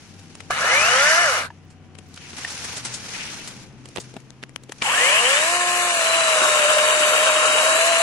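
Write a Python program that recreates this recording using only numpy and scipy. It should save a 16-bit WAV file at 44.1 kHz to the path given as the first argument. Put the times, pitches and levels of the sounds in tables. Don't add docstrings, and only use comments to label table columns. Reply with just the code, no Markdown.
import sys
import numpy as np
from scipy import signal
from scipy.fft import rfft, irfft, next_fast_len
from scipy.io import wavfile
from scipy.ndimage import uniform_filter1d

SR = 44100
rng = np.random.default_rng(int(sys.argv[2]) if len(sys.argv) > 2 else 0)


def put_to_file(sound):
    columns = np.atleast_2d(sound).T
    safe = np.clip(columns, -1, 1)
    whole_steps = np.round(safe * 32767)
    wavfile.write(sys.argv[1], SR, whole_steps.astype(np.int16))


def voltage_ratio(level):
    return 10 ** (np.asarray(level, float) / 20)


N = 353682

FREE_HZ = 354
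POLES = 12.2
# (time after the pull [s], motor speed [Hz])
START = [(0, 80), (.03, 73), (.055, 64), (.09, 83), (.125, 133)]


def rms_one(x):
    return x / np.sqrt(np.mean(x ** 2) + 1e-20)


def in_time(rows):
    s, *columns = np.transpose(rows)
    at = np.arange(round(s[0] * SR), min(round(s[-1] * SR), N))
    return at, [np.interp(at / SR, s, c) for c in columns]


def read(points, hz):
    return np.interp(np.log(hz), np.log(np.array(points)[:, 0]), np.array(points)[:, 1])


def at_hz(points, size):
    return read(points, np.arange(size // 2 + 1) * SR / size + 1)


def colour(x, spectrum):
    fold = irfft(np.log(voltage_ratio(at_hz(spectrum, size=4096))))
    fold[1:2048] *= 2
    fold[2049:] = 0
    response = irfft(np.exp(rfft(fold)))[None, :2048]
    return signal.oaconvolve(np.atleast_2d(x), response, axes=1)[:, :np.shape(x)[-1]]


def band(x, lo_hz, hi_hz):
    return signal.sosfilt(signal.butter(2, [lo_hz, hi_hz], "band", fs=SR, output="sos"), x + 1e-18)


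def drift(rate_hz, size):
    r = np.exp(-2 * np.pi * rate_hz / SR)
    return rms_one(signal.lfilter([1], [1, -2 * r, r * r], rng.standard_normal(size + 9000))[9000:])


def grains(per_s, spread_db, size):
    sizes = voltage_ratio(spread_db * np.minimum(rng.exponential(1, size), 5)) * rng.choice([-1, 1], size)
    return sizes * (rng.random(size) < per_s / SR)


def place(takes, lag_s):
    # (frequency [Hz], direct share of power [0-1])
    likeness = [(30, 0.38), (200, 0.66), (600, 1), (1500, 0.46), (2500, 0.35), (5000, 0.064), (9000, 0.12)]
    size = next_fast_len(takes.shape[1] + 64)
    share = np.clip(at_hz(likeness, size), 0, 1)
    delay = np.exp(-2j * np.pi * np.arange(size // 2 + 1) * SR / size * np.array([[0], [lag_s]]))
    direct, *scattered = rfft(takes, size)
    both = np.sqrt(share) * delay * direct + np.sqrt(1 - share) * np.array(scattered)
    return irfft(both, size)[:, :takes.shape[1]]


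def yard():
    # (frequency [Hz], density [dB per Hz])
    rumble = [(12, -13), (20, -29), (58, -11.5), (76, -12), (96, -6), (155, -4.5), (213, -5.5), (286, -7.5),
              (585, -21.5), (744, -21.5), (805, -22), (2810, -28.5), (11500, -69), (15000, -104),
              (22000, -120)]
    # (time [s], level [dB], half-length [s])
    swells = [(0.703, 5, 0.44), (1.998, 1, 0.25), (3.212, 6, 0.8)]
    # (start [s], end [s], from [Hz], to [Hz], level [dB])
    first_engine = [(0.0, 1.143, 96.5, 96.3, -47), (1.14, 2.227, 93.4, 92.5, -48),
                    (2.101, 2.9, 88.7, 85.4, -48.5)]
    second_engine = [(2.7, 3.102, 136.3, 114.3, -43.5), (3.45, 4.19, 132.5, 130, -46),
                     (3.9, 4.995, 131.2, 134.5, -48.5)]
    # (multiple [1], level [dB])
    hum_overtones = [(1.651, -3.5), (2.002, -20), (8.05, -16)]
    yard_db, fall_from_s, fall_db_per_s, engine_fade_s = -40.5, 4.6, 1.3, 0.13

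    t = np.arange(N) / SR
    level_db = yard_db - fall_db_per_s * np.maximum(t - fall_from_s, 0)
    level_db += sum(db * np.exp(-((t - s) / half_s) ** 2) for s, db, half_s in swells)
    takes = rms_one(colour(rng.standard_normal((3, N)), rumble)) * voltage_ratio(level_db - 8.5)
    for rows, overtones in zip((first_engine, second_engine), (hum_overtones, [])):
        for start, end, from_hz, to_hz, hum_db in rows:
            at, (hz,) = in_time([(start, from_hz), (end, to_hz)])
            fade = np.clip(np.minimum(at / SR - start, end - at / SR) / engine_fade_s, 0, 1)
            turn = 2 * np.pi * np.cumsum(hz + 0.74 * drift(10.3, len(at))) / SR
            for multiple, db in [(0.98, 0)] + overtones:
                level = voltage_ratio(hum_db + db + 0.63 * drift(5.1, len(at)))
                takes[0, at] += np.sqrt(2) * fade * level * np.sin(multiple * turn)
    return place(takes, .00002)


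def leaves():
    # (time [s], level [dB])
    rustle = [(0.0, -52.5), (.5, -56.5), (1.46, -63), (1.9, -70), (2.1, -58), (2.2, -49.5), (2.32, -45.5),
              (2.43, -37.5), (2.77, -36.5), (2.805, -37), (2.82, -43), (2.845, -42), (2.86, -36),
              (2.96, -39), (3.0, -42.5), (3.1, -37.5), (3.37, -39), (3.63, -50), (3.75, -63), (4.05, -52.5),
              (4.21, -61), (4.44, -67.5), (4.69, -64), (4.83, -48)]
    # (frequency [Hz], density [dB per Hz])
    leaf = [(150, -13), (300, -33), (450, 1), (600, -7), (850, -4), (1100, -7.5), (1450, -3), (1900, -5),
            (2300, -3.5), (2900, -6), (3600, -6), (4800, -4), (6000, 0), (7900, -6.5), (11000, 0.5)]
    out = np.zeros((2, N))
    at, (level_db,) = in_time(rustle)
    size = (3, len(at))
    clumps = voltage_ratio(1.1 * drift(35, len(at)))
    crackle = 0.58 * rms_one(grains(2500 * clumps, 3.0, size)) + 0.63 * rng.standard_normal(size)
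    takes = rms_one(band(colour(crackle * clumps, leaf), 610, 6840))
    out[:, at] += place(takes * voltage_ratio(level_db + 4.0), -0.000062)
    return out


def scuffs():
    # (time [s], half-length [s], pitch [Hz], level [dB])
    swishes = [(2.52, .03, 5500, -41), (2.77, .015, 6000, -38), (2.865, .02, 6000, -39),
               (2.94, .02, 6200, -39), (3.152, .016, 2200, -33), (3.21, .03, 2300, -34),
               (3.28, .025, 2500, -38), (3.41, .025, 2500, -41), (3.15, .04, 5600, -41),
               (2.25, .05, 2400, -46)]
    ratio = 1.3
    out, t = np.zeros((2, N)), np.arange(-6000, 6000) / SR
    for (s, half_s, hz, db), noise in zip(swishes, rng.standard_normal((len(swishes), 2, 12000))):
        swish = np.exp(-(t / half_s) ** 2) * rms_one(band(noise, hz / ratio, hz * ratio))
        out[:, round(s * SR) - 6000:][:, :12000] += voltage_ratio(db) * swish
    return out


def snaps():
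    # (time [s], peak [dB], brightness [dB], pan [dB]); the first table holds dry twigs and the clacks
    # of trigger, clutch and brake at 0.404, 1.417, 1.453 and 4.821 s
    dry_hits = [(.352, -26, -7.5, -5), (.404, -20.5, -18, 2), (1.417, -21, -28, -5),
                (1.453, -21, -32, -13), (2.16, -33, -2, -4), (2.175, -23, -18, -6), (2.449, -14, -20, 0),
                (2.598, -50, -19, 3), (4.435, -25, -33, -14), (4.72, -15.5, -13.5, -0.5),
                (4.821, -6, -42, -4)]
    twigs = [(.193, -42, -7, 15), (1.951, -40, -16, 21), (1.986, -27.5, -9.5, 5), (2.141, -38, 1, -6),
             (2.331, -24, -25, -6), (2.779, -19, -8, -2.2), (3.856, -27.5, -11.5, -5),
             (3.887, -31, -4.5, -3), (3.96, -15.5, -15, -9), (3.971, -25.5, -23, -32), (4.201, -41, -9, 11),
             (4.635, -33.5, -7, -1), (3.399, -30, -12, 0), (3.53, -35, -15, 3), (4.428, -22.5, -24, -8),
             (4.782, -45, 5, -1), (4.805, -43, -27, 14)]
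    bumps = [(.514, -36, -24, -1.2), (1.504, -41, -35, 4), (3.981, -22.5, -26, 7), (4.139, -31.5, -15, 5),
             (4.165, -21.5, -20, 2), (4.693, -28.5, -19, 1)]
    crunches = [(1.7, -40, -10, -5), (2.38, -19.5, -14, -5), (2.501, -26, -1, -7), (2.642, -18.5, -9, -2),
                (2.764, -19, -7, -5), (2.847, -16.5, -7.5, -2), (2.938, -23, -2, -1.2), (3.472, -21, -5, 0),
                (3.998, -26, -3, -4)]
    ticks = [(4.305, -31, -8, 14), (4.437, -14.5, -26, 1.9), (4.494, -30.5, -16, 12),
             (4.561, -16, -16, 16.5)]
    chips = [(5.9167, -19, -14, 0), (6.042, -22, -14, 0), (6.065, -18, -11, 0), (6.3854, -11, -9, -3),
             (6.4471, -9, -14, -4), (6.5722, -14, -14, -2), (6.594, -6, -21, 0), (6.706, -14, -20, -8),
             (6.7823, -7, -22, -3), (6.9492, -17, -20, 0), (7.0118, -14, -17, 0), (7.138, -20, -14, -3),
             (7.2572, -8, -16, 0), (7.2888, -14, -14, -5), (7.8753, -17, -10, 0)]
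    # (hits, thump [dB], t60 [ms])
    kinds = [(dry_hits, -29, 23), (twigs, -17, 22), (bumps, -8, 27), (crunches, -23, 110),
             (ticks, -20.5, 4), (chips, -32, 22)]
    creak_s, creak_db = .008, -19
    spike = 9

    out, t = np.zeros((2, N + 4000)), np.arange(4000) / SR - creak_s
    events = [(*hit, thump_db, ms) for hits, thump_db, ms in kinds for hit in hits]
    noise = rng.standard_normal((len(events), 2, 4000))
    for (s, peak_db, bright_db, pan_db, thump_db, ms), burst in zip(events, noise):
        creak = voltage_ratio(creak_db + 30000 * np.minimum(t, 0) / ms)
        decay = voltage_ratio(-60000 * np.maximum(t, 0) / max(ms, 3)) * np.clip(t / ms / 4e-5, .15, 1)
        burst = burst + 0.5 * burst[0] + spike * (ms < 10) * (np.abs(t) < 1 / SR)
        burst = burst * np.where(t < 0, creak, decay)
        wood, thump, tick = band(burst, 540, 3730), band(burst[0], 145, 710), band(burst, 2850, 8800)
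        parts = ((wood, -1.5), (thump, thump_db + 9.5), (tick, bright_db + 8.0))
        snap = sum(voltage_ratio(db) * p / np.abs(p).max() for p, db in parts)
        i = round((s - creak_s) * SR)
        out[:, i:i + 4000] += voltage_ratio(peak_db) * snap * voltage_ratio([[pan_db / 2], [-pan_db / 2]])
    return out[:, :N]


def knocks(t60_s=0.032):
    # (time [s], pitch [Hz], peak [dB])
    rings = [(.505, 710, -14.5), (0.507, 1180, -14.5), (1.504, 940, -30), (1.503, 1720, -35),
             (2.448, 1840, -16.5), (4.821, 930, -21), (4.819, 2340, -15.5)]
    out, t = np.zeros(N), np.arange(4000) / SR
    for s, hz, peak_db in rings:
        out[round(s * SR):][:4000] += voltage_ratio(peak_db - 60 * t / t60_s) * np.sin(2 * np.pi * hz * t)
    return out


def catches(t):
    # (time [s], strength [0-1])
    torn = [(6.169, 0.49), (6.441, 0.84), (6.71, 1.07), (6.899, 0.62), (7.15, 0.71), (7.27, 1.09),
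            (7.459, .5), (7.58, 0.58), (7.698, 0.55)]
    half_s = .018
    return sum(strength * np.exp(-((t - s) / half_s) ** 2) for s, strength in torn)


def speed(pulled_s, released_s, t):
    # (time [s], link rate [Hz])
    cut_rows = [(5.869, 711), (6.04, 652.7), (6.21, 655.3), (6.45, 613.3), (6.64, 602.7), (7.1, 611.7),
                (7.74, 631.3), (7.839, 666.7), (8.02, 668)]
    ramp_hz_per_s, brake_hz_per_s = 377, 1200
    wobble_hz, wobble_per_s = 2.5, 8
    catch_hz, full_sag_hz = 10.5, 47.3
    knee = 2600

    s, hz = np.transpose(START)
    since_s = t - pulled_s
    run = np.interp(since_s, s, hz) + ramp_hz_per_s * np.maximum(since_s - s[-1], 0)
    s, links = np.transpose(cut_rows)
    cut = np.where(t > s[0], np.interp(t, s, links / 2), FREE_HZ)
    cut = cut + wobble_hz * np.clip((t - s[0]) / .2, 0, 1) * drift(wobble_per_s, len(t))
    hz = np.minimum(np.minimum(run, cut), FREE_HZ)
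    hz = np.where(since_s < .3, hz, uniform_filter1d(hz, size=knee))
    hz = hz + catch_hz * catches(t) - brake_hz_per_s * np.maximum(t - released_s, 0)
    return np.maximum(hz, 30), np.clip((FREE_HZ - cut) / full_sag_hz, 0, 1)


def line(turn, db, waver, flutter_db):
    size = len(turn)
    wander = waver * np.cumsum(drift(36.2, size)) / SR
    blur = np.array([0 * turn, 0.31 * drift(9.1, size) + 1, 0.45 * drift(4.4, size) - .8])
    return np.sqrt(2) * voltage_ratio(db + flutter_db * drift(86, size)) * np.sin(turn + wander + blur)


def motor(hz, load, on, housing, kerf_db):
    # (multiple [1], level [dB], added at full load [dB])
    order_db = [(2, 0.1, 0), (3, -1.5, -10), (5, -1.5, -10)]
    coast_db = -5
    flutter_db = 1.5
    slow_db_per_octave, slow_hz = 8, 200

    link_db, third_db, fifth_db = (read(housing, k * hz) + db + load_db * load for k, db, load_db in order_db)
    third_db = third_db + coast_db * ~on
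    fifth_db = fifth_db + coast_db * ~on + slow_db_per_octave * np.minimum(np.log2(hz / slow_hz), 0)
    turn = 2 * np.pi * np.cumsum(hz) / SR
    tone = line(2 * turn, link_db + kerf_db, waver=14.4, flutter_db=0.5 + flutter_db * load)
    tone += line(5 * turn, fifth_db, waver=21.7, flutter_db=-0.5)
    for order, db in ((4, -10), (6, -10.5)):
        side_db = fifth_db + db + read(housing, order * hz) - read(housing, 5 * hz)
        tone += line(order * turn, side_db, waver=38.0, flutter_db=7)
    odd = np.sin(3 * turn) + voltage_ratio(-8.5) * np.sin(7 * turn)
    tone += voltage_ratio(third_db + 1.1 + 0.5 * drift(30, len(hz))) * odd
    tone += voltage_ratio(third_db - 9.5) * (hz / 350) ** 4 * np.sin(turn)
    return tone


def whine(hz, load, since_s, on, start_db):
    # (frequency [Hz], level [dB])
    pole_sound = [(1400, -34), (1650, -28), (2150, -25), (2750, -28), (3350, -37), (3750, -40), (4100, -39),
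                  (4320, -52)]
    pole_load_db = 3
    stutter_db = start_db - 15 * (since_s < START[1][0])
    level_db = read(pole_sound, POLES * hz) + pole_load_db * load
    level_db = np.where(since_s < START[3][0], stutter_db, level_db)
    tone = on * line(2 * np.pi * np.cumsum(POLES * hz) / SR, level_db, waver=70, flutter_db=3)
    return 0.69 * (tone[0] + tone[1:])


def resonate(x, rings, share):
    out = x.copy()
    for hz, width_hz, db in rings:
        r = np.exp(-np.pi * width_hz / SR)
        zeros = np.array([1, 0, -1]) * (1 - r * r) / 2
        poles = [1, -2 * r * np.cos(2 * np.pi * hz / SR), r * r]
        out += share * (voltage_ratio(db) - 1) * signal.lfilter(zeros, poles, x)
    return out


def chain(at, levels_db, hz, body, rings, on):
    rings_die_hz = (90, 165)
    n_links, n_teeth = 45, 6
    size = (3, len(at))
    count = np.cumsum(2 * hz / SR)
    link = count.astype(int)
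    strike = np.diff(link, prepend=0) > 0
    habit = rng.standard_normal(n_teeth)[link % n_teeth] + 0.25 * rng.standard_normal(n_links)[link % n_links]
    blows = strike * (0.21 * habit + 2.0 * rng.standard_normal(size))
    lap = voltage_ratio(0.24 * np.sin(2 * np.pi * count / n_links))
    scrape = rng.standard_normal(size) * voltage_ratio(-10 * (count % 1))
    grit = rms_one(grains(5000, 4.5, size))
    rattle = colour((0.34 * rms_one(blows) + 1.16 * rms_one(scrape) + 0.69 * grit) * lap, body)
    rattle = resonate(rattle, rings, np.where(on, 1, np.interp(hz, rings_die_hz, [0, 1])))
    edges_hz = [(60, 450), (450, 1800), (1800, 3300), (3300, 13000)]
    trims_db = [2.06, 6.04, 8.03, 9.3]
    out = 0
    for (lo, hi), level_db, trim_db in zip(edges_hz, levels_db, trims_db):
        level = voltage_ratio(level_db + trim_db + 0.56 * drift(29.0, len(at)))
        out = out + level * rms_one(band(rattle, lo, hi))
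    return out


def saw():
    # (pulled [s], released [s], whine of the stuttering start [dB])
    pulls = [
        (.5, 1.228, -45),
        (4.82, 9.0, -29),
    ]
    # (time [s], level [dB])
    efforts = [
        [(.5, -46), (.508, -26.5), (.53, -30.5), (.722, -23.5), (1.094, -22.5), (1.246, -24.5), (1.378, -26),
         (1.462, -35), (1.49, -52)],
        [(4.82, -31.5), (4.86, -26.5), (5.05, -21.5), (5.36, -23), (5.63, -27.5), (5.95, -25.5), (6.25, -24.5),
         (6.5, -23.5), (8.02, -23.5)],
    ]
    # (level at effort -24 [dB], share of the effort's swing [1])
    all_parts = [
        [(-49, 1.6), (-17, 0.88), (-19.5, 1.24), (-27, 1.08)],
        [(-36.5, 0.74), (-24, 0.76), (-23.5, 1), (-26.5, 0.73)],
    ]
    # (frequency [Hz], level [dB])
    housings = [
        [(300, -55), (440, -46), (520, -27), (700, -27), (850, -38), (1100, -32), (1400, -21), (1750, -23)],
        [(300, -55), (445, -48), (490, -28), (700, -29), (850, -38), (1060, -28), (1350, -34), (1750, -38)],
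    ]
    # (frequency [Hz], density [dB per Hz])
    bodies = [
        [(150, -42), (350, -21), (520, -13.5), (900, -14), (1150, -9.5), (1430, -2.5), (1900, -2), (2500, -11),
         (3050, -21), (3300, -17), (4500, 2.5), (5900, -10.5), (8500, -14.5), (11500, -15)],
        [(150, -34.5), (400, -4), (560, -5.5), (830, -12), (1050, -4.5), (1600, 0), (2050, -10.5), (3050, -4),
         (3450, -3.5), (4200, -15), (5300, -18), (7900, -14.5), (9000, -18.5), (11500, -19)],
    ]
    # (frequency [Hz], width [Hz], gain [dB])
    all_rings = [
        [(1290, 140, 3.5), (1400, 82, 3), (1750, 43.4, 18.5), (2090, 86, 2.5), (2943, 75, 13), (5980, 740, 9.5)],
        [(1072, 59, 4), (1368, 18, 7.5), (1723, 230, 6.5), (2196, 120, 2.5), (2890, 135, 3), (7940, 90, 0)],
    ]
    lags_s = [.00009, 0.000154]
    load_dbs = [2.66, 2.47, 0.17, 0.041]
    octave_dbs = [0.19, 0.24, 0.058, 1.25]
    catch_dbs = [3, 3.5, 1.5, 1.2]
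    # (time [s], pole whine [Hz])
    rotor = [(5.9, 4319), (6.08, 4040), (6.35, 3910), (6.54, 3720), (6.9, 3750), (7.5, 3770), (7.73, 3860),
             (7.84, 4085), (8.02, 4090)]
    # (time [s], level [dB])
    kerf = [(5.87, 0), (6.0, 1), (6.2, 4), (6.42, 2), (6.6, 5.5), (6.9, 5.5), (7.3, 4.5), (7.6, 5),
            (8.02, 5.5)]
    thud_bumps_db = 2
    bite_gain = 2.5

    out = np.zeros((2, N))
    per_pull = zip(pulls, efforts, all_parts, housings, bodies, all_rings, lags_s)
    for (pulled_s, released_s, start_db), rows, parts, housing, body, rings, lag_s in per_pull:
        at, (effort_db,) = in_time(rows)
        t = at / SR
        on = t < released_s
        hz, load = speed(pulled_s, released_s, t)
        octaves, torn = np.log2(hz / FREE_HZ), catches(t)
        levels_db = [db + share * (effort_db + 24) + load_db * load + octave_db * octaves + catch_db * torn
                     for (db, share), load_db, octave_db, catch_db
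                     in zip(parts, load_dbs, octave_dbs, catch_dbs)]
        levels_db[0] = levels_db[0] + thud_bumps_db * load * drift(14.0, len(at))
        bite = np.minimum(bite_gain * load, 1)
        takes = chain(at, levels_db, hz, body, rings, on)
        takes += motor(hz, bite, on, housing, np.interp(t, *np.transpose(kerf)))
        rotor_hz = np.where(t > rotor[0][0], np.interp(t, *np.transpose(rotor)) / POLES, hz)
        out[:, at] += whine(rotor_hz, bite, t - pulled_s, on, start_db)
        out[:, at] += place(takes, lag_s)
    return out


def scene():
    return yard() + leaves() + scuffs() + snaps() + knocks() + saw()


def dropouts(x):
    # (frequency [Hz], share of time [0-1])
    drops = [(1850, 0), (2000, .05), (2200, 0), (3300, .02), (3550, .1), (3700, 0), (4200, 0), (4500, .08),
             (4900, .06), (5300, .3), (5800, .05), (8800, .02), (9600, .15), (10600, .3), (11200, .55),
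             (11600, .8)]
    # (from [s], to [s], from [Hz], to [Hz])
    gaps = [(5.53, 5.59, 3420, 3640), (5.61, 5.66, 5230, 5680), (5.72, 5.8, 3580, 3780),
            (5.79, 5.87, 4950, 5400), (5.94, 6.0, 5100, 5400), (5.93, 5.99, 1900, 2100),
            (6.61, 6.71, 5130, 5330), (6.87, 6.92, 4930, 5330), (7.03, 7.07, 5130, 5480),
            (7.37, 7.46, 3500, 3620), (7.46, 7.56, 3380, 3680), (7.61, 7.75, 3460, 3650),
            (7.74, 7.8, 5530, 5720), (7.79, 7.83, 5200, 5420), (7.88, 8.0, 5260, 5430)]
    starved_from_s, early_share = 5.45, .12
    hz, s, cells = signal.stft(x, SR, nperseg=1024)
    draw = rng.random((len(hz) // 3 + 1, len(s) // 4 + 1)).repeat(3, axis=0).repeat(4, axis=1)
    hz = hz[:, None]
    share = np.interp(hz, *np.transpose(drops)) * np.where((hz < 6000) & (s < starved_from_s), early_share, 1)
    keep = draw[:len(hz), :len(s)] > share
    for start, end, lo_hz, hi_hz in gaps:
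        in_band = (hz > lo_hz - 40) & (hz < hi_hz + 40)
        keep &= ~(in_band & (s > start - .012) & (s < end + .012))
    return signal.istft(cells * keep, SR, nperseg=1024)[1][:, :N]


def splashes():
    # (time [s], level [dB])
    peaks = [(0.3707, -71), (0.5617, -56), (0.8072, -54), (1.2088, -53), (1.6448, -70), (2.0798, -61),
             (2.5153, -55), (2.9174, -59), (3.9889, -55), (4.6255, -62), (4.8455, -53), (5.0605, -53),
             (5.2616, -52), (5.6971, -45), (5.8931, -59), (6.1321, -59), (6.7512, -50), (6.9697, -51),
             (7.1732, -54), (7.8407, -48)]
    trim_db = -2
    out, t = np.zeros(N + 2000), np.arange(-1000, 1000) / SR
    for (s, db), noise in zip(peaks, rng.standard_normal((len(peaks), 2000))):
        hiss = rms_one(band(band(noise, 15000, 15700), 15000, 15700))
        out[round(s * SR) - 700:][:2000] += voltage_ratio(db + trim_db) * np.exp(-(t / 0.0041) ** 2) * hiss
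    return out[:N]


def top_cut(x):
    return signal.sosfilt(signal.butter(12, 15830, fs=SR, output="sos"), x)


def record(dry):
    # (frequency [Hz], left over right [dB])
    left_bias = [(60, 5.5), (400, 2.5), (1700, -1), (2400, 6), (2900, 8), (3600, 1.5), (5000, -1.5),
                 (6800, 4), (9000, 0.5), (11000, 1)]
    round_at, top_hz = .85, 11600
    bias = np.array(left_bias)
    x = np.vstack([colour(dry[0], bias * [1, .5]), colour(dry[1], bias * [1, -.5])])
    x = x / (1 + (x / round_at) ** 4) ** 0.29
    x = signal.sosfilt(signal.ellip(10, 1, 80, top_hz, fs=SR, output="sos"), x)
    return top_cut(dropouts(x) + splashes())


dry = scene()
out = record(dry)
put_to_file(out)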